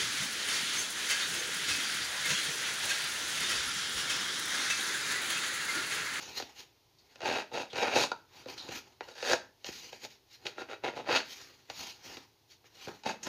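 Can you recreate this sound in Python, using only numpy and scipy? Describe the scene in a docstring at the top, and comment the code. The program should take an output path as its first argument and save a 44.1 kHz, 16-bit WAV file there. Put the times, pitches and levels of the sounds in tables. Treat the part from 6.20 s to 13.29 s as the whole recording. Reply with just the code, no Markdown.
"""A craft table in a small room, one close microphone over faint room air.
A paper distresser's blade rasps along the edge of a folded card in short strokes: it catches and
tears fibres at an uneven rate, and the card radiates each slip. Between strokes the card hisses
through the fingers and over the mat, squeaks briefly, and is tapped and flicked."""
import sys
import numpy as np
from scipy import signal
from scipy.fft import rfft, irfft, next_fast_len
from scipy.io import wavfile
from scipy.ndimage import map_coordinates

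SR = 44100
rng = np.random.default_rng(int(sys.argv[2]) if len(sys.argv) > 2 else 0)


def master(y):
    """Save y as 16-bit WAV."""
    cut = np.clip(np.atleast_2d(y).T, -1, 1)
    pcm = np.round(cut * 32767)  # scale
    wavfile.write(sys.argv[1], SR, pcm.astype(np.int16))


N = 312603
TIME = np.arange(N) / SR
EDGE_DB = 20  # level spanned by the rise or fall of a stroke or slide


def amp(db):
    """Decibels to gain."""
    return 10 ** (np.asarray(db) / 20)


def unit(x):
    """x at rms 1."""
    return x / np.sqrt(np.mean(x ** 2) + 1e-20)


def along(points, hz):
    """(f/Hz, value) points read on a log frequency axis."""
    f, v = np.transpose(points)
    return np.interp(np.log(hz + 1), np.log(f + 1), v)


def band(hz, lo_hz, hi_hz, order=8):
    """Gain of a band with soft edges."""
    return ((1 + (lo_hz / (hz + 1)) ** order) * (1 + (hz / hi_hz) ** order)) ** -.5


def wobble(rate):
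    """A smooth random curve, rate knots a second."""
    return map_coordinates(rng.standard_normal(int(N * rate / SR) + 4), [TIME * rate])


def coloured(x, gain):
    """x through a minimum-phase filter whose gain is a function of frequency."""
    n = x.shape[-1]
    m = 2 * next_fast_len(n // 2 + SR // 16)
    hz = np.fft.rfftfreq(m, 1 / SR)
    cepstrum = irfft(np.log(np.maximum(gain(hz), 1e-6)))
    cepstrum[1:m // 2] *= 2
    cepstrum[m // 2 + 1:] = 0
    return irfft(rfft(x, m) * np.exp(rfft(cepstrum)), m)[..., :n]


def air():
    """Room tone: a faint steady noise behind everything."""
    # spectrum of the room tone: f/Hz, relative level/dB
    spectrum = [(20, -25), (40, -6), (62, -3.5), (110, 5), (200, -12), (380, -1), (550, -10.5), (850, -6.5),
                (1300, -17.5), (2600, -14.5), (4500, -11.5), (8000, -19.5), (14000, -11.5)]
    return amp(-62.5) * unit(coloured(rng.standard_normal(N), lambda hz: amp(along(spectrum, hz))))


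def room(x, early_db, early_t60, tail_db):
    """The table and near things scatter the sound at once; the walls answer with a short tail."""
    # reverberation time of the room: f/Hz, t60/s
    decay_times = [(150, 0.51), (450, 0.25), (1000, 0.32), (2800, 0.29), (7000, .28), (14000, 0.19)]
    hz, t, noise = signal.stft(rng.standard_normal(SR // 2), SR, nperseg=256)
    decay = amp(-60 * t / along(decay_times, hz)[:, None])
    tail = signal.istft(noise * decay, SR, nperseg=256)[1]
    t = np.arange(len(tail)) / SR
    tail *= np.clip(t / .012, 0, 1)
    early = rng.standard_normal(len(t)) * amp(-60 * t / early_t60) * (t > .002)
    response = amp(early_db) * early / np.linalg.norm(early) + amp(tail_db) * tail / np.linalg.norm(tail)
    return x + signal.fftconvolve(x, response)[:N]


def card(hz):
    """Gain of the held card: resonances standing on its broad colour."""
    # broad colour of the card: f/Hz, gain/dB
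    colour = [(30, -31.5), (100, -16), (240, -4), (450, -0.5), (900, 0), (1080, -11), (1400, -5),
              (2700, -11), (3100, -10.5), (4700, -11.5), (6800, -18), (15000, -26)]
    # its resonances: f/Hz, width/Hz, peak relative to the colour/dB
    modes = [(450, 330, -10), (583, 38, -3), (850, 52, -11), (1590, 73, -18.5), (2650, 240, 2.5),
             (3827, 150, 2), (4610, 160, -2), (6550, 550, -1)]
    peaks = sum(amp(db) / (1 + (2 * (hz - centre) / width) ** 2) for centre, width, db in modes)
    return amp(along(colour, hz)) * (1 + peaks)


def bent(x, delay_s):
    """Bending waves in card are dispersive: treble arrives first, 1 kHz after delay_s, bass later."""
    m = next_fast_len(len(x) + SR // 16)
    phase = 4 * np.pi * delay_s * np.sqrt(1000 * np.fft.rfftfreq(m, 1 / SR))
    return irfft(rfft(x, m) * np.exp(-1j * phase), m)[:len(x)]


def gripped(x):
    """Each grip leaves part of the sheet free to ring at two pitches; the fingers shade its treble."""
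    # grips: from t/s, to t/s, low ring f/Hz, boost/dB, high ring f/Hz, boost/dB, treble gain/dB
    grips = [(0.137, 0.214, 440, 4.5, 4670, 2.5, 1.5), (1.005, 1.26, 620, 1.5, 2570, 3.5, -1),
             (1.318, 1.467, 830, 3, 2630, 4, -0.5), (1.526, 1.893, 740, 2, 2480, 5, 1.5),
             (1.914, 1.957, 961, 6, 1384, 14, 3), (2.248, 2.274, 247, 2, 494, 21, -1),
             (2.505, 2.523, 238, 12, 480, 3, -4), (2.787, 2.85, 601.5, 0.5, 1900, 9, -3.5),
             (2.876, 3.19, 493, 6, 1670, 7, 2), (4.245, 4.569, 388.1, 6.5, 1376, 6, -2),
             (4.61, 4.84, 161, 6, 2051, 3.5, -4.5), (4.851, 5.04, 607, 1, 4428, 4.5, -5.5),
             (6.824, 6.959, 196.6, 9.5, 880.6, 8, 2)]
    low_q, high_q, treble_hz = 4.4, 10.7, 4500
    out = x.copy()
    for start, end, low_hz, low_db, high_hz, high_db, treble_db in grips:
        near = (TIME > start - .02) & (TIME < end + .05)
        inside_s = np.minimum(TIME[near] - start, end - TIME[near])
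        piece = x[near] * np.clip(inside_s / .01 + .5, 0, 1)  # 10 ms crossfades
        rung = coloured(piece, lambda hz: amp(treble_db * band(hz, treble_hz, SR, order=16)))
        for hz, q, boost_db in [(low_hz, low_q, low_db), (high_hz, high_q, high_db)]:
            rung += (amp(boost_db) - 1) * signal.lfilter(*signal.iirpeak(hz, q, SR), piece)
        out[near] += unit(rung) * piece.std() - piece  # the colour changes, the level stays
    return out


def slips(rate, scatter_db, crumble, crumble_s):
    """Stick-slip force: rate jerks a second at uneven gaps, each with a crumble of tearing fibres."""
    rate = np.maximum(rate, 1) * np.ones(N)
    catches = np.cumsum(rng.gamma(4, .25, 30000))
    at = np.searchsorted(np.cumsum(rate) / SR, catches)
    at = at[at < N]
    scatter = amp(scatter_db * np.clip(rng.standard_normal(len(at)), -2, 1.5))
    jerks = np.bincount(at, scatter / np.sqrt(rate[at]), N)  # rare slips are larger
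    fading = signal.lfilter([1], [1, -np.exp(-1 / (crumble_s * SR))], jerks)
    snaps = unit(jerks * rng.choice([-1, 1], N))
    tearing = unit(fading * rng.standard_normal(N))
    return unit(snaps + crumble * tearing)


def patchy(x, depth_db, patch_hz, patch_s):
    """The colour drifts in small patches as the points of contact wander over the sheet."""
    hz, t, spectrum = signal.stft(x, SR, nperseg=512)
    where = np.meshgrid(hz / patch_hz, t / patch_s, indexing="ij")
    drift = map_coordinates(rng.standard_normal((230, 720)), where, order=1)
    return signal.istft(spectrum * amp(depth_db * drift), SR, nperseg=512)[1][:N]


def slide_gains():
    """Gains of hiss and drag: each slide gathers speed and comes to rest."""
    # slides under the fingers: fastest at t/s, rise/s, fall/s, hiss level/dB, drag level/dB
    slides = [(.03, 0.75, 0.35, -44, -49), (0.181, 0.051, 0.054, -34.5, -47), (.29, 0.046, 0.062, -58, -61),
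              (0.399, 0.069, 0.075, -47.5, -56.5), (.95, 0.21, 0.12, -61.5, -67),
              (2.17, 0.086, 0.22, -53, -58.5), (2.3, 0.061, 0.088, -47, -51), (2.44, 0.24, 0.2, -51.5, -50),
              (2.557, 0.084, 0.055, -35.5, -44.5), (2.68, 0.15, 0.13, -62.5, -62.5),
              (2.84, 0.0401, 0.099, -54.5, -57), (3.463, 0.023, 0.092, -41.5, -46.5),
              (3.58, 0.14, 0.18, -42.5, -54.5), (3.745, 0.057, 0.06, -50.5, -57),
              (3.849, 0.056, 0.034, -42, -50), (3.92, 0.046, 0.072, -54.5, -64),
              (4.145, 0.066, 0.0476, -51, -67), (4.271, 0.09, 0.11, -52.5, -55),
              (5.109, 0.082, 0.2, -43.5, -60), (5.21, 0.086, 0.27, -52, -56.5),
              (5.505, 0.016, 0.031, -46, -45.5), (5.61, 0.13, 0.18, -42, -51),
              (5.7, 0.15, 0.049, -43.5, -63), (5.87, 0.094, 0.18, -47, -53.5),
              (5.945, 0.11, 0.12, -50, -53.5), (6.32, 0.036, 0.05, -53, -72),
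              (6.46, 0.021, 0.043, -58, -63), (6.644, .13, 0.18, -47, -55),
              (6.689, 0.033, 0.09, -69, -46.5), (7.075, 0.056, 0.058, -40, -42.5)]
    roundness = 1.345  # 1 = a pointed swell, 2 = a rounded one
    power = np.zeros((2, N))
    for s, rise_s, fall_s, hiss_db, drag_db in slides:
        away = np.maximum((s - TIME) / rise_s, (TIME - s) / fall_s)
        near = away < 3
        drop_db = EDGE_DB * away[near] ** roundness
        power[:, near] += amp([hiss_db - drop_db, drag_db - drop_db]) ** 2
    return np.sqrt(power)


def sliding():
    """Paper grain hisses under the fingers while the sheet drags softly on the mat."""
    # spectrum of skin and mat rubbing on paper: f/Hz, relative level/dB
    rub = [(30, -13), (120, -6.5), (380, 0), (650, -5.5), (860, 0.5), (1080, -7.5), (1800, -2.5), (2700, 1),
           (3400, -1), (4500, 1.5), (5600, -2), (6800, -2), (8500, -12), (14000, -6)]
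    hiss_gain, drag_gain = slide_gains()
    grain = slips(rate=2000, scatter_db=.5, crumble=1.34, crumble_s=.0028)
    grain *= amp(1.7 * wobble(rate=70))  # the level flickers
    grain = patchy(grain, depth_db=3, patch_hz=400, patch_s=.05)
    hiss = unit(coloured(grain, lambda hz: amp(along(rub, hz)) * band(hz, 1700, 18000)))
    drag = unit(coloured(grain, lambda hz: amp(along(rub, hz)) * band(hz, 25, 1440)))
    return hiss_gain * hiss + drag_gain * drag


def squeaks():
    """Friction sings in one narrow band, starts at once and fades."""
    # squeaks of the paper: t/s, length/s, f/Hz, level/dB
    events = [(0.783, .03, 4400, -56.5), (1.499, 0.073, 3350, -47), (2.376, 0.073, 4020, -39),
              (7.029, 0.028, 6550, -34)]
    q, attack_s, fade_db = 6.6, .0043, 13
    out = np.zeros(N + SR)
    t = np.arange(SR // 4) / SR
    for s, length_s, hz, db in events:
        tone = unit(signal.lfilter(*signal.iirpeak(hz, q, SR), rng.standard_normal(len(t))))
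        envelope = np.minimum(t / attack_s, 1) * amp(db - fade_db * t / length_s)
        out[round(s * SR):][:len(t)] += tone * envelope
    return out[:N]


def blow(lo_hz, hi_hz, flutter, t60):
    """One band of a blow on the card: a jerk and the sheet's dying flutter."""
    t = np.arange(SR // 8) / SR
    jerk = unit(1. * (t == 0))
    shaking = unit(rng.standard_normal(len(t)) * amp(-60 * t / t60))
    ring = coloured(jerk + flutter * shaking, lambda hz: card(hz) * band(hz, lo_hz, hi_hz, order=4))
    ring = bent(ring, delay_s=.0018)
    return unit(ring) * np.sqrt(SR / 100 / len(t))  # the energy of 10 ms at rms 1


def taps():
    """The blade snags, or the card is tapped and flicked: a thud, a papery knock and a dry click."""
    # blows on the card: t/s, thud level/dB, knock level/dB, click level/dB
    blows = [(.199, -70, -35.5, -38), (0.223, -41.5, -47, -41.5), (0.957, -68, -53, -52),
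             (1.005, -63, -43.5, -47), (1.017, -57, -41, -43), (1.029, -57, -41, -50),
             (1.056, -56, -33, -41), (1.315, -67, -52, -59), (1.531, -40, -42, -43.5),
             (1.557, -56, -37, -39), (1.631, -54, -24.5, -32.5), (1.838, -32, -27, -49),
             (1.916, -55, -27.5, -33.5), (2.258, -42, -43.5, -45), (2.285, -54, -43.5, -44.5),
             (2.379, -62, -55, -48), (2.487, -39, -50, -44), (2.807, -61, -34.5, -45.5),
             (2.886, -70, -46.5, -50.5), (3.026, -49, -33, -36.5), (3.132, -34, -20, -27),
             (3.444, -69, -46, -39), (3.487, -37.5, -43.5, -45), (3.728, -75, -42.5, -46),
             (3.849, -50, -41, -41.5), (4.254, -56, -48, -42), (4.266, -58, -43, -31.5),
             (4.381, -62, -40, -58), (4.64, -52, -40, -46), (4.868, -54, -46, -57), (4.887, -44, -38, -46),
             (4.961, -45, -36, -24), (5.499, -59, -40.5, -39), (5.969, -44, -44.5, -44),
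             (6.442, -65, -60.5, -77), (6.671, -39, -42, -52.5), (6.682, -44, -42.5, -61),
             (6.835, -69, -56, -46), (6.859, -39, -33.5, -44), (7.031, -53, -58, -44.5),
             (7.068, -36.5, -35, -41.5)]
    out = np.zeros(N + SR)
    for s, thud_db, knock_db, click_db in blows:
        thud = amp(thud_db) * blow(80, 290, flutter=.95, t60=.04)
        knock = amp(knock_db) * blow(380, 1800, flutter=.55, t60=.05)
        click = amp(click_db) * blow(1900, 5600, flutter=1.3, t60=.025)
        out[round(s * SR):][:len(thud)] += thud + knock + click
    return out[:N]


def stroke_gains():
    """Gains of body, rasp and fizz: each stroke bites, holds as level and colour shift, and lets go."""
    # blade strokes: full bite at t/s, attack/s, hold/s, body level/dB, rasp level/dB, fizz level/dB,
    # swell over the hold/dB, brightening over the hold/dB
    strokes = [(1.057, .042, .14, -33.5, -34.5, -38.5, -4, 3), (1.337, .022, 0.084, -37, -41, -43, -1, 3),
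               (1.57, 0.041, .06, -33.5, -34, -40, 5, -3), (1.658, .03, 0.099, -34.5, -34.5, -42.5, 0, -2),
               (1.758, 0.024, 0.077, -30, -32.5, -30, -5, 9), (2.89, 0.028, .035, -53.5, -54.5, -54, -3, 2),
               (2.97, 0.045, 0.048, -54.5, -49, -47.5, 1, 0),
               (3.044, 0.042, 0.08, -36.5, -34, -33.5, 10, -1), (4.259, 0.0084, .008, -43, -45, -42, 2, 6),
               (4.387, .022, .028, -42.5, -42, -47, 0, 0), (4.502, .03, .03, -45.5, -45, -50, 0.5, 0),
               (4.642, .011, 0.049, -35, -37.5, -43, -3, -1), (4.765, .03, 0.037, -38, -46.5, -47, -1, -3),
               (4.899, .04, .07, -32.5, -31, -32.5, 3, 13),
               (6.865, 0.021, 0.042, -35.5, -34.5, -40, -2.5, 3)]
    release_s = .052
    power = np.zeros((3, N))
    for s, attack_s, hold_s, body_db, rasp_db, fizz_db, swell_db, brightening_db in strokes:
        travel = np.clip((TIME - s) / hold_s, 0, 1) - .5
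        edges = np.maximum(s - TIME, 0) / attack_s + np.maximum(TIME - s - hold_s, 0) / release_s
        near = edges < 4
        for layer, (db, tilt) in enumerate([(body_db, -.5), (rasp_db, -.1), (fizz_db, .5)]):
            slope_db = swell_db + tilt * brightening_db
            power[layer, near] += amp(db + slope_db * travel[near] - EDGE_DB * edges[near]) ** 2
    return np.sqrt(power)


def blade():
    """Coarse slips shake the card and rasp; a faster stroke slips more often and fizzes with tears."""
    body_gain, rasp_gain, fizz_gain = stroke_gains()
    speed = fizz_gain / fizz_gain.max()
    coarse = slips(rate=200 + 540 * speed, scatter_db=3.6, crumble=.8, crumble_s=.0012)
    coarse = bent(coarse, delay_s=.0012)
    fine = slips(rate=1800, scatter_db=.5, crumble=1, crumble_s=.00025)
    force = coarse + .42 * fine
    body = unit(coloured(force, lambda hz: card(hz) * band(hz, 55, 1165)))
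    rasp = unit(coloured(force, lambda hz: card(hz) * band(hz, 1150, 2700)))
    fizz = unit(coloured(coarse + 1.6 * fine, lambda hz: card(hz) * band(hz, 3240, 18000)))
    return body_gain * body + rasp_gain * rasp + fizz_gain * fizz


def scene():
    """Blade, card and fingers close up, in mono, with the room well behind them."""
    paper = gripped(blade() + sliding() + taps()) + squeaks()
    heard = room(paper, early_db=-10, early_t60=.07, tail_db=-12.5)
    return (heard + air())[None]


def record(dry):
    """The microphone dulls the top octave and keeps nothing above its band limit."""
    # microphone response, a step down in the treble: f/Hz, gain/dB
    response = [(6850, -2.5), (7250, -12)]
    limit_hz = 15100
    dull = coloured(dry, lambda hz: amp(along(response, hz)))
    m = next_fast_len(N + SR // 2)
    passband = np.fft.rfftfreq(m, 1 / SR) < limit_hz
    return irfft(rfft(dull, m) * passband, m)[..., :N]


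dry = scene()
out = record(dry)
master(out)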